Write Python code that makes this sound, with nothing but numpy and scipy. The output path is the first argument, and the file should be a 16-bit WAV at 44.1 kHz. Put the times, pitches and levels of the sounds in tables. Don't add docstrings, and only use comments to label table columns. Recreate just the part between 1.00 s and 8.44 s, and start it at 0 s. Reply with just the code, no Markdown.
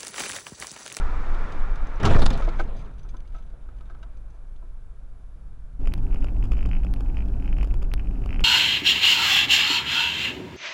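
import sys
import numpy as np
from scipy import signal
from scipy.fft import rfft, irfft, next_fast_len
from scipy.io import wavfile
from scipy.ndimage import uniform_filter1d

SR = 44100
rng = np.random.default_rng(int(sys.argv[2]) if len(sys.argv) > 2 else 0)


def to_wav(s):
    ch = np.atleast_2d(s).T
    pcm = np.round(np.clip(ch, -1, 1) * 32767)
    wavfile.write(sys.argv[1], SR, pcm.astype(np.int16))


N = 328104
T = np.arange(N) / SR


# time in seconds, body boom in dB, tyre roar in dB.
ROLLING = [(0, -16.5, -36.5), (.4, -22.5, -37.5), (.7, -20, -41), (1.0, -26, -41.5), (1.3, -19, -46),
           (1.55, -21, -43.5), (1.75, -20, -72), (2.1, -44, -74)]
# frequency in Hz, relative density in dB per Hz.
BOOM_COLOUR = [(5, -25), (10, -2), (16, 1.5), (24, 1.5), (40, -11), (52, -16.5), (70, -28.5), (110, -41.5),
               (400, -130)]
# frequency in Hz, relative density in dB per Hz.
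ROAR_COLOUR = [(41, -50), (70, 6.5), (92, -5.5), (265, -11.5), (593, -14.5), (1330, -12), (2550, -28.5),
               (2900, -33), (9900, -49), (11000, -61), (14300, -100), (22000, -120)]
TREBLE_HZ, TREBLE_FOLLOWS = 3500, 0.63
# time in seconds, rumble in dB, street noise in dB.
STANDING = [(1.9, -32, -57.5), (2.38, -36.5, -61), (2.84, -36, -59.5), (3.58, -40, -63),
            (4.76, -35.5, -63.5)]
# mean frequency in Hz, mean peak level in dB.
IDLE_ORDERS = [(23.4, -37), (46.8, -43)]
# frequency in Hz, relative density in dB per Hz.
RUMBLE_COLOUR = [(5, -2), (12, 3), (20, -3.5), (35, -1.5), (60, -14.5), (90, -18.5), (160, -26), (260, -38),
                 (900, -130)]
# frequency in Hz, relative density in dB per Hz.
STREET_COLOUR = [(120, -46), (220, 2), (500, 0), (900, -5), (1550, -7), (1900, -15.5), (3500, -23.5),
                 (7000, -39)]
STOP_S, STOP_FADE_S = 1.61, 0.27

# frequency in Hz, relative density in dB per Hz.
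HISS_COLOUR = [(1200, -32), (3000, -9), (6000, -8.5), (10400, -9), (11300, -24), (15000, -27)]
HISS_DB, WHINE_HZ, WHINE_DB = -79.5, 10094, -89
# frequency in Hz, width in Hz, boost in dB.
CABIN_MODES = [(1350, 74, 2), (2360, 180, 4), (3656, 290, 3.5), (4700, 200, -1), (6210, 290, 0.5),
               (7630, 300, 2), (8300, 950, -8.5), (9400, 180, 3)]
FIRST_TOP_HZ = 10550

# time in seconds, body boom in dB, road noise in dB, before the resonant boosts.
CRUISE = [(4.8, -21.5, -38), (5.25, -20.5, -36.5), (5.55, -19, -37.5), (6.09, -23, -36.5),
          (6.63, -18.5, -36.5), (6.92, -21.5, -39), (7.3, -22.5, -35.5)]
# frequency in Hz, relative density in dB per Hz.
CRUISE_BOOM_COLOUR = [(5, -63), (12, 8), (19, 6), (28, 8), (40, 2), (51, 3.5), (60, -5), (78, -39),
                      (300, -130)]
# frequency in Hz, width in Hz, boost in dB.
SHAKE_MODE = [(49.5, 6.6, 3.5)]
# frequency in Hz, relative density in dB per Hz.
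CRUISE_ROAD_COLOUR = [(40, -33), (70, -5), (144, -13.5), (300, -18), (480, -32), (810, -31), (1100, -41.5),
                      (1500, -41), (2000, -57), (3700, -59), (9000, -64.5), (15000, -69.5)]
# frequency in Hz, width in Hz, boost in dB.
CAVITY_MODES = [(102.9, 6.3, 13), (180.1, 8, 10), (271.5, 10.5, 6.5), (394.4, 23, 6)]
# time in seconds (the strike lands a set delay later), strike level in dB.
SLAPS = [(4.8284, -52), (4.8564, -38), (4.8733, -32), (4.9197, -36), (4.9524, -43), (4.9876, -47),
         (5.0663, -46), (5.0848, -54), (5.1083, -48), (5.1272, -37), (5.1432, -38), (5.1586, -37),
         (5.215, -45), (5.2255, -40), (5.2442, -38), (5.2689, -37), (5.284, -37), (5.3467, -49),
         (5.3647, -44), (5.409, -54), (5.4259, -35.5), (5.445, -40), (5.5188, -32.5), (5.5364, -43),
         (5.5518, -42), (5.5687, -35), (5.5903, -36), (5.6077, -36), (5.6272, -34), (5.6528, -35.5),
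         (5.6714, -43), (5.713, -30.5), (5.7316, -31), (5.7505, -35), (5.7658, -33.5), (5.8107, -50),
         (5.8341, -34.5), (5.8666, -39), (5.9614, -42.5), (6.0601, -41.5), (6.0856, -47), (6.0985, -44),
         (6.1449, -43), (6.1693, -30.5), (6.1875, -37.5), (6.2048, -36), (6.2218, -39), (6.34, -43),
         (6.3989, -47), (6.4234, -39), (6.4446, -38), (6.4574, -38), (6.4772, -34), (6.49, -42),
         (6.509, -49), (6.5271, -30), (6.568, -37), (6.5849, -33), (6.5964, -43), (6.6099, -30.5),
         (6.631, -31.5), (6.7092, -40.5), (6.7393, -36), (6.8189, -42), (6.8448, -44), (6.9157, -34.5),
         (6.9772, -39), (6.995, -33), (7.0713, -39.5), (7.1102, -44), (7.1557, -43), (7.2195, -46),
         (7.2379, -38), (7.2908, -33), (7.3058, -32), (7.3277, -29), (7.3432, -31), (7.36, -30),
         (7.3936, -27.5), (7.4121, -30)]
# frequency in Hz, level in dB, 60 dB decay in seconds.
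SLAP_MODES = [(1544, -18, 0.0053), (2214, -9.5, 0.0021), (2582, -0.5, 0.0062), (3060, -1.5, 0.0076),
              (5100, -19, 0.0034)]
SLAP_LAG_S, SLAP_SPREAD_DB = .0008, 2
BUZZ_TOP_HZ = 3350
CHATTER_DB, TREMBLE_DB = -24, -66
# start in seconds, height of the first jump in dB.
CRACKLES = [(4.873, -30.5), (4.9784, -38), (5.1458, -33.5), (5.2439, -29.5), (5.44, -33), (5.454, -37),
            (5.5185, -28.5), (5.533, -33), (5.581, -35.5), (5.659, -30), (5.69, -36.5), (5.8474, -34),
            (6.007, -32), (6.259, -44), (6.285, -39), (6.583, -35), (6.629, -29.5), (6.645, -33),
            (6.673, -39), (6.7412, -33), (6.824, -35.5), (6.8284, -32.5), (7.2599, -30.5), (7.406, -27.5)]
CRACKLE_S, CRACKLE_TOP_HZ = .0005, 6000
FAINT_PER_S, FAINT_DB = 14, -48
# start in seconds, height in dB.
HARD_TICKS = [(4.9387, -20), (5.9389, -26.5), (6.9385, -17)]
HARD_TICK_S = 1 / 8000

# start in
# seconds, level in dB, scuff centre in Hz, decay constant in seconds (never under 0.002).
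KNOCKS = [(0.998, -40, 1580, 0.015), (1.051, -21.5, 2150, 0.011), (1.42, -34, 1080, 0.011),
          (1.474, -32, 650, 0.0056), (1.487, -31.5, 1340, 0.005), (1.587, -37, 1290, 0.005),
          (1.5945, -25, 940, 0.0078), (1.612, -44, 1170, 0.0049), (1.70, -51.5, 550, 0.015),
          (1.733, -60, 2500, 0.0026), (1.86, -53.5, 1000, 0.011), (2.047, -56, 805, 0.013),
          (2.141, -51, 695, 0.0097), (2.25, -62, 1200, 0.0097), (2.344, -52, 1100, 0.019),
          (2.385, -61, 900, 0.014), (2.536, -55, 437, 0.0066), (2.686, -55, 900, 0.0083),
          (2.808, -49.5, 1300, 0.0038), (2.897, -52, 1200, 0.012), (2.946, -50, 990, 0.0048),
          (3.027, -45, 1400, 0.0071), (3.34, -62.5, 503, 0.011), (3.621, -59.5, 610, 0.014)]
# frequency in Hz, mean relative level in dB, 60 dB decay in seconds.
TRIM_MODES = [(344, -1.5, 0.09), (486, -7, 0.083), (683, -4.5, 0.049), (810, -3.5, 0.019),
              (1010, -2, 0.028), (1308, -1.5, 0.055), (1550, 0.5, 0.022), (2235, -9.5, 0.019)]
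KNOCK_RISE_S, TRIM_RING_DB = 0.002, -27.5
# start in seconds, level in dB (peak is 6 dB higher),
# favoured pitch in Hz, decay constant in seconds.
CLATTERS = [(0.3454, -50, 3600, 0.0036), (0.5212, -48.5, 4750, .004), (0.7567, -48, 3660, 0.0041),
            (0.8689, -54, 7300, 0.004), (0.9582, -57, 6200, 0.0028), (1.031, -37, 6200, 0.0039),
            (1.052, -36, 5100, 0.0049), (1.303, -34, 3930, 0.0041), (1.33, -44, 3600, 0.0028),
            (1.365, -50, 3500, .005), (1.375, -43.5, 2900, 0.0034), (1.388, -52, 3500, 0.0037),
            (1.408, -50, 3900, 0.0043), (1.5369, -57, 3960, 0.0018), (1.592, -57, 4000, .005),
            (1.608, -49, 4500, 0.009), (1.635, -57, 4000, .005), (1.765, -57, 4770, 0.027),
            (1.79, -57, 4250, 0.022), (1.8094, -67, 5300, .008), (1.9814, -60, 3510, .004),
            (1.992, -56.5, 4470, 0.0066), (2.0308, -60, 6500, .008), (2.0887, -54, 5900, 0.011),
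            (2.14, -62, 3500, 0.009), (2.1675, -52, 4170, 0.002), (2.204, -54.5, 4270, 0.0017),
            (2.275, -59.5, 4260, 0.0065), (2.342, -63, 3500, 0.0054), (2.384, -63, 4700, 0.013),
            (2.4234, -64, 3730, .012), (2.785, -65, 3400, .004), (2.808, -58, 3300, .002),
            (2.855, -66, 3500, .01), (3.1697, -61.5, 5400, 0.0069), (3.5603, -63, 3490, 0.0054)]
# nominal frequency in Hz, relative level in dB, 60 dB decay in seconds.
BIT_MODES = [(2600, -8, .006), (3050, -5, .005), (3500, -2, .007), (4000, -5, .008), (4800, -5, .009),
             (6200, 0, .012), (7700, -9, .006)]
TICK_RISE_S, BIT_DRY_DB = .0004, -9
FAVOUR_DB_PER_OCTAVE, BIT_SPREAD_DB, BIT_DETUNE = 16, 3.0, .03
BITS_FROM_S, BITS_LAST_S, BITS_DB, BITS_LOSS_DB_PER_S = 1.3, 2.2, -59.5, 3.5

# time in seconds, level in dB, gain of the treble in dB.
CRUNCH = [(0.985, -47, -30), (1.026, -26.5, -18), (1.046, -21, -0.5), (1.14, -19.5, -6.5), (1.24, -24.5, 1),
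          (1.265, -27, 10), (1.32, -29.5, -2.5), (1.47, -41, 0.5), (1.64, -38.5, -9), (1.91, -46.5, -6)]
# frequency in Hz, relative density in dB per Hz.
CRUNCH_COLOUR = [(40, -10), (70, -4), (130, -7.5), (250, -15), (470, -24.5), (1200, -29.5), (2200, -40),
                 (3900, -44.5), (5500, -52), (10000, -54.5), (15000, -89.5)]
CRUNCH_FADE_S = 0.024
BUCKLE_DB, BUCKLE_PER_S = 4.0, 55
# start in seconds, level in dB, decay constant in seconds (never under 0.002).
BLOWS = [(1.001, -25, 0.018), (1.035, -20, 0.0099), (1.046, -16, 0.0055), (1.051, -17, 0.0074),
         (1.071, -21.5, 0.027), (1.105, -16, 0.0061), (1.132, -19, 0.009), (1.146, -29, 0.0033),
         (1.175, -34, 0.0043), (1.188, -27, 0.0085), (1.218, -18.5, 0.0065), (1.244, -20, 0.0086),
         (1.257, -22, 0.0035), (1.262, -9.5, 0.0025), (1.305, -23, 0.0058), (1.31, -27, 0.0072),
         (1.351, -34, 0.014), (1.383, -33, 0.012), (1.403, -29, 0.008)]
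BLOW_RISE_S, BLOW_LOW_HZ = 0.00079, 183
# frequency in Hz, relative level in dB, 60 dB decay in seconds.
PANEL_MODES = [(523, -20, 0.0686), (554.5, -3, 0.24), (697, -7, 0.12), (950, 0, 0.03), (1430, -6.5, 0.42),
               (1930, 1, 0.047), (2420, -7, 0.028), (3560, -26, 0.096)]
PANEL_RING_DB = -48
SWAY_HZ, SWAY_START_S, SWAY_LEAN = 14.1, 1.048, .05
SWAY_DB, SWAY_FROM_S, SWAY_RISE_S, SWAY_HOLD_S, SWAY_LOSS_DB_PER_S = -4, 1.05, 0.09, 0.125, 400

CUT_S, FADE_S = 4.778, 0.026
OVERLOAD, CUTOFF_HZ = .5, 16100


def amp(db):
    return 10 ** (np.asarray(db) / 20)


def rms_one(x):
    return x / np.sqrt(np.mean(x ** 2) + 1e-20)


def in_time(rows):
    seconds, *columns = np.transpose(rows)
    return [np.interp(T, seconds, column) for column in columns]


def white():
    return rng.standard_normal(N)


def coloured(x, spectrum):
    size = next_fast_len(N)
    hz, db = np.transpose(spectrum)
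    grid = np.maximum(np.arange(size // 2 + 1) * SR / size, 1)
    gain = amp(np.interp(np.log(grid), np.log(hz), db))
    return rms_one(irfft(rfft(x, size) * gain, size)[:N])


def drift(rate):
    count = int(N / SR * rate) + 2
    return np.interp(T * rate, np.arange(count), rng.standard_normal(count))


def boosted(x, peaks):
    for hz, width, db in peaks:
        w, g = 2 * np.pi * hz / SR, np.sqrt(amp(db))
        a = np.sin(w) * width / hz / 2
        middle = -2 * np.cos(w)
        x = signal.lfilter([1 + a * g, middle, 1 - a * g], [1 + a / g, middle, 1 - a / g], x)
    return x


def ring(clicks, hz, t60):
    r, w = amp(-60 / (t60 * SR)), 2 * np.pi * hz / SR
    return signal.lfilter([0, np.sin(w)], [1, -2 * r * np.cos(w), r * r], clicks + 1e-18)


def clicks_at(seconds, gain):
    out = np.zeros(N)
    np.add.at(out, np.round(np.asarray(seconds) * SR).astype(int), gain)
    return out


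def held(clicks, seconds):
    return np.convolve(clicks, np.ones(round(seconds * SR)))[:N]


def grains(per_s, spread_db):
    size = amp(spread_db * np.minimum(rng.exponential(1, N), 5))
    return (rng.random(N) < per_s / SR) * size * rng.choice([-1, 1], N)


def dying(clicks, length):
    r = np.exp(-1 / (length * SR))
    return uniform_filter1d(signal.lfilter([1], [1, -r], clicks), size=41, origin=20)


def electronics():
    whine = np.sqrt(2) * np.sin(2 * np.pi * WHINE_HZ * T)
    return amp(HISS_DB) * coloured(white(), HISS_COLOUR) + amp(WHINE_DB) * whine


def standing():
    rumble_db, street_db = in_time(STANDING)
    turned = np.cumsum(1 + 0.0223 * drift(1.5)) / SR
    orders = sum(amp(db + 2.7 * drift(2.58)) * np.sin(2 * np.pi * hz * turned) for hz, db in IDLE_ORDERS)
    rumble = amp(rumble_db) * coloured(white(), RUMBLE_COLOUR)
    street = amp(street_db) * coloured(white(), STREET_COLOUR)
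    return orders + rumble + street


def rolling():
    boom_db, roar_db = in_time(ROLLING)
    boom = amp(boom_db) * coloured(white(), BOOM_COLOUR)
    roar = amp(roar_db + 1.5 * drift(5.3)) * coloured(white(), ROAR_COLOUR)
    top = signal.lfilter(*signal.butter(2, TREBLE_HZ, "high", fs=SR), roar)
    roar = roar + top * (amp(TREBLE_FOLLOWS * (roar_db - roar_db[0])) - 1)
    return boom + roar


def stopping():
    stopped = np.clip((T - STOP_S) / STOP_FADE_S, 0, 1)
    return np.sqrt(1 - stopped) * rolling() + np.sqrt(stopped) * standing()


def cruising():
    boom_db, road_db = in_time(CRUISE)
    boom = amp(boom_db) * boosted(coloured(white(), CRUISE_BOOM_COLOUR), SHAKE_MODE)
    road = amp(road_db) * boosted(coloured(white(), CRUISE_ROAD_COLOUR), CAVITY_MODES)
    return boom + road


def recorder_crackle():
    s, db = np.transpose(CRACKLES)
    chance = rng.random((len(s), 4))
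    sign = np.sign(chance[:, 0] - .5)
    steps = amp(FAINT_DB) * grains(FAINT_PER_S, 2.4)
    for k in range(3):
        lag = 0.0013 * k * (0.45 + .6 * chance[:, k + 1])
        steps = steps + clicks_at(s + lag, sign * (-1) ** k * amp(db - 1.7 * k))
    return signal.lfilter(*signal.butter(1, CRACKLE_TOP_HZ, fs=SR), held(steps, CRACKLE_S))


def hard_ticks():
    s, db = np.transpose(HARD_TICKS)
    return held(clicks_at(s, amp(db)), HARD_TICK_S)


def slapping_trim():
    s, db = np.transpose(SLAPS)
    struck = s + SLAP_LAG_S
    trembling = amp(TREMBLE_DB + 4.5 * drift(9)) * grains(400, 3.3)
    chatter = amp(CHATTER_DB) * dying(clicks_at(struck, amp(db)), 0.014) * grains(2500, 2.0) + trembling
    spread = SLAP_SPREAD_DB * rng.standard_normal((len(s), len(SLAP_MODES)))
    rings = []
    for (hz, level_db, t60), own_db in zip(SLAP_MODES, spread.T):
        strikes = clicks_at(struck, amp(db + own_db)) + chatter
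        rings.append(amp(level_db) * ring(strikes, hz, t60))
    buzz_cut = signal.cheby2(6, 24, BUZZ_TOP_HZ, fs=SR, output="sos")
    return signal.sosfilt(buzz_cut, sum(rings[:-1])) + rings[-1]


def second_car():
    return cruising() + slapping_trim() + recorder_crackle() + hard_ticks()


def bursts(rows, rise, below, above):
    out, span = np.zeros(N), np.arange(int(.15 * SR)) / SR
    for (s, db, hz, length), noise in zip(rows, rng.standard_normal((len(rows), len(span)))):
        shape = (1 - np.exp(-span / rise)) * np.exp(-span / max(length, .002))
        band = signal.butter(2, [hz / 2 ** below, hz * 2 ** above], "band", fs=SR, output="sos")
        i = round(s * SR)
        out[i:i + len(span)] += amp(db) * shape * rms_one(signal.sosfilt(band, noise))
    return out


def knocks():
    scuff = bursts(KNOCKS, KNOCK_RISE_S, below=1.0, above=1.1)
    trim = sum(amp(db + 2.5 * drift(12)) * ring(scuff, hz, t60) for hz, db, t60 in TRIM_MODES)
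    return scuff + amp(TRIM_RING_DB) * trim


def clatter(rows):
    out, span = np.zeros(N), np.arange(int(.12 * SR)) / SR
    noises = rng.standard_normal((len(rows), len(span)))
    chances = rng.standard_normal((len(rows), len(BIT_MODES)))
    dry_band = signal.butter(1, [2000, 6500], "band", fs=SR)
    for (s, db, hz, length), noise, chance in zip(rows, noises, chances):
        rattle = noise * (1 - np.exp(-span / TICK_RISE_S)) * np.exp(-span / max(length, .001))
        sound = amp(BIT_DRY_DB) * 20 * signal.lfilter(*dry_band, rattle)
        for (mode_hz, mode_db, t60), c in zip(BIT_MODES, chance):
            away_db = FAVOUR_DB_PER_OCTAVE * abs(np.log2(mode_hz / hz))
            tuned_hz = mode_hz * (1 + BIT_DETUNE * chance[0])
            sound = sound + amp(mode_db + BIT_SPREAD_DB * c - away_db) * ring(rattle, tuned_hz, t60)
        i = round(s * SR)
        out[i:i + len(span)] += amp(db) * 2 * sound / np.abs(sound).max()
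    return out


def settling_bits():
    late, soft, pitch, length = rng.random((40, 4)).T
    since = BITS_LAST_S * late ** 2
    level_db = BITS_DB - BITS_LOSS_DB_PER_S * since - 9 * soft
    return clatter(np.transpose([BITS_FROM_S + since, level_db, 2800 * 2 ** (1.3 * pitch), .002 + 0.018 * length]))


def knocks_and_clatter():
    return knocks() + clatter(CLATTERS) + settling_bits()


def body_sway():
    after = np.maximum(T - SWAY_FROM_S - SWAY_RISE_S - SWAY_HOLD_S, 0)
    rise = np.clip((T - SWAY_FROM_S) / SWAY_RISE_S, 0, 1)
    turn = 2 * np.pi * SWAY_HZ * (T - SWAY_START_S)
    swing = np.sin(turn - .3) + .2 * np.sin(3 * turn + .6)
    return amp(SWAY_DB - SWAY_LOSS_DB_PER_S * after) * rise * (swing + SWAY_LEAN)


def buckling(x):
    edges = 400 * 2 ** np.arange(0, 4.7, 1 / 3)
    out = signal.sosfilt(signal.butter(2, edges[0], fs=SR, output="sos"), x)
    for k, (low, high) in enumerate(zip(edges, edges[1:])):
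        band = signal.sosfilt(signal.butter(2, [low, high], "band", fs=SR, output="sos"), x)
        out = out - (-1) ** k * amp(BUCKLE_DB * drift(BUCKLE_PER_S)) * band
    return out


def tearing(treble_db):
    clumps = (grains(4000, 2.85) + 0.65 * white()) * amp(2.2 * drift(150))
    tear = buckling(coloured(clumps, CRUNCH_COLOUR))
    body, top = (signal.lfilter(*signal.butter(3, 3300, kind, fs=SR), tear) for kind in ("low", "high"))
    return body + top * amp(treble_db + 2.5 * drift(120))


def blow_swells():
    swells = 0
    for s, db, length in BLOWS:
        since = np.maximum(T - s, 0)
        swells = swells + amp(db) * (1 - np.exp(-since / BLOW_RISE_S)) * np.exp(-since / max(length, .002))
    return swells


def crash():
    level_db, treble_db = in_time(CRUNCH)
    fade = np.clip(1 + (CRUNCH[-1][0] - T) / CRUNCH_FADE_S, 0, 1)
    grinding = amp(level_db) * (T > CRUNCH[0][0]) * fade
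    tear = tearing(treble_db)
    lean_tear = signal.lfilter(*signal.butter(1, BLOW_LOW_HZ, "high", fs=SR), tear)
    metal = grinding * tear + blow_swells() * lean_tear
    panels = sum(amp(db) * ring(metal, hz, t60) for hz, db, t60 in PANEL_MODES)
    return metal + amp(PANEL_RING_DB) * panels + body_sway()


def scene():
    first = boosted(stopping() + knocks_and_clatter() + crash(), CABIN_MODES)
    first = signal.sosfilt(signal.butter(4, FIRST_TOP_HZ, fs=SR, output="sos"), first)
    first = first + electronics()
    fade = np.clip((T - CUT_S) / FADE_S, 0, 1) ** 2
    return ((1 - fade) * first + fade * second_car())[None]


def record(dry):
    clipped = np.clip(dry, -OVERLOAD, OVERLOAD)
    return signal.sosfilt(signal.cheby2(18, 60, CUTOFF_HZ, fs=SR, output="sos"), clipped)


dry = scene()
out = record(dry)
to_wav(out)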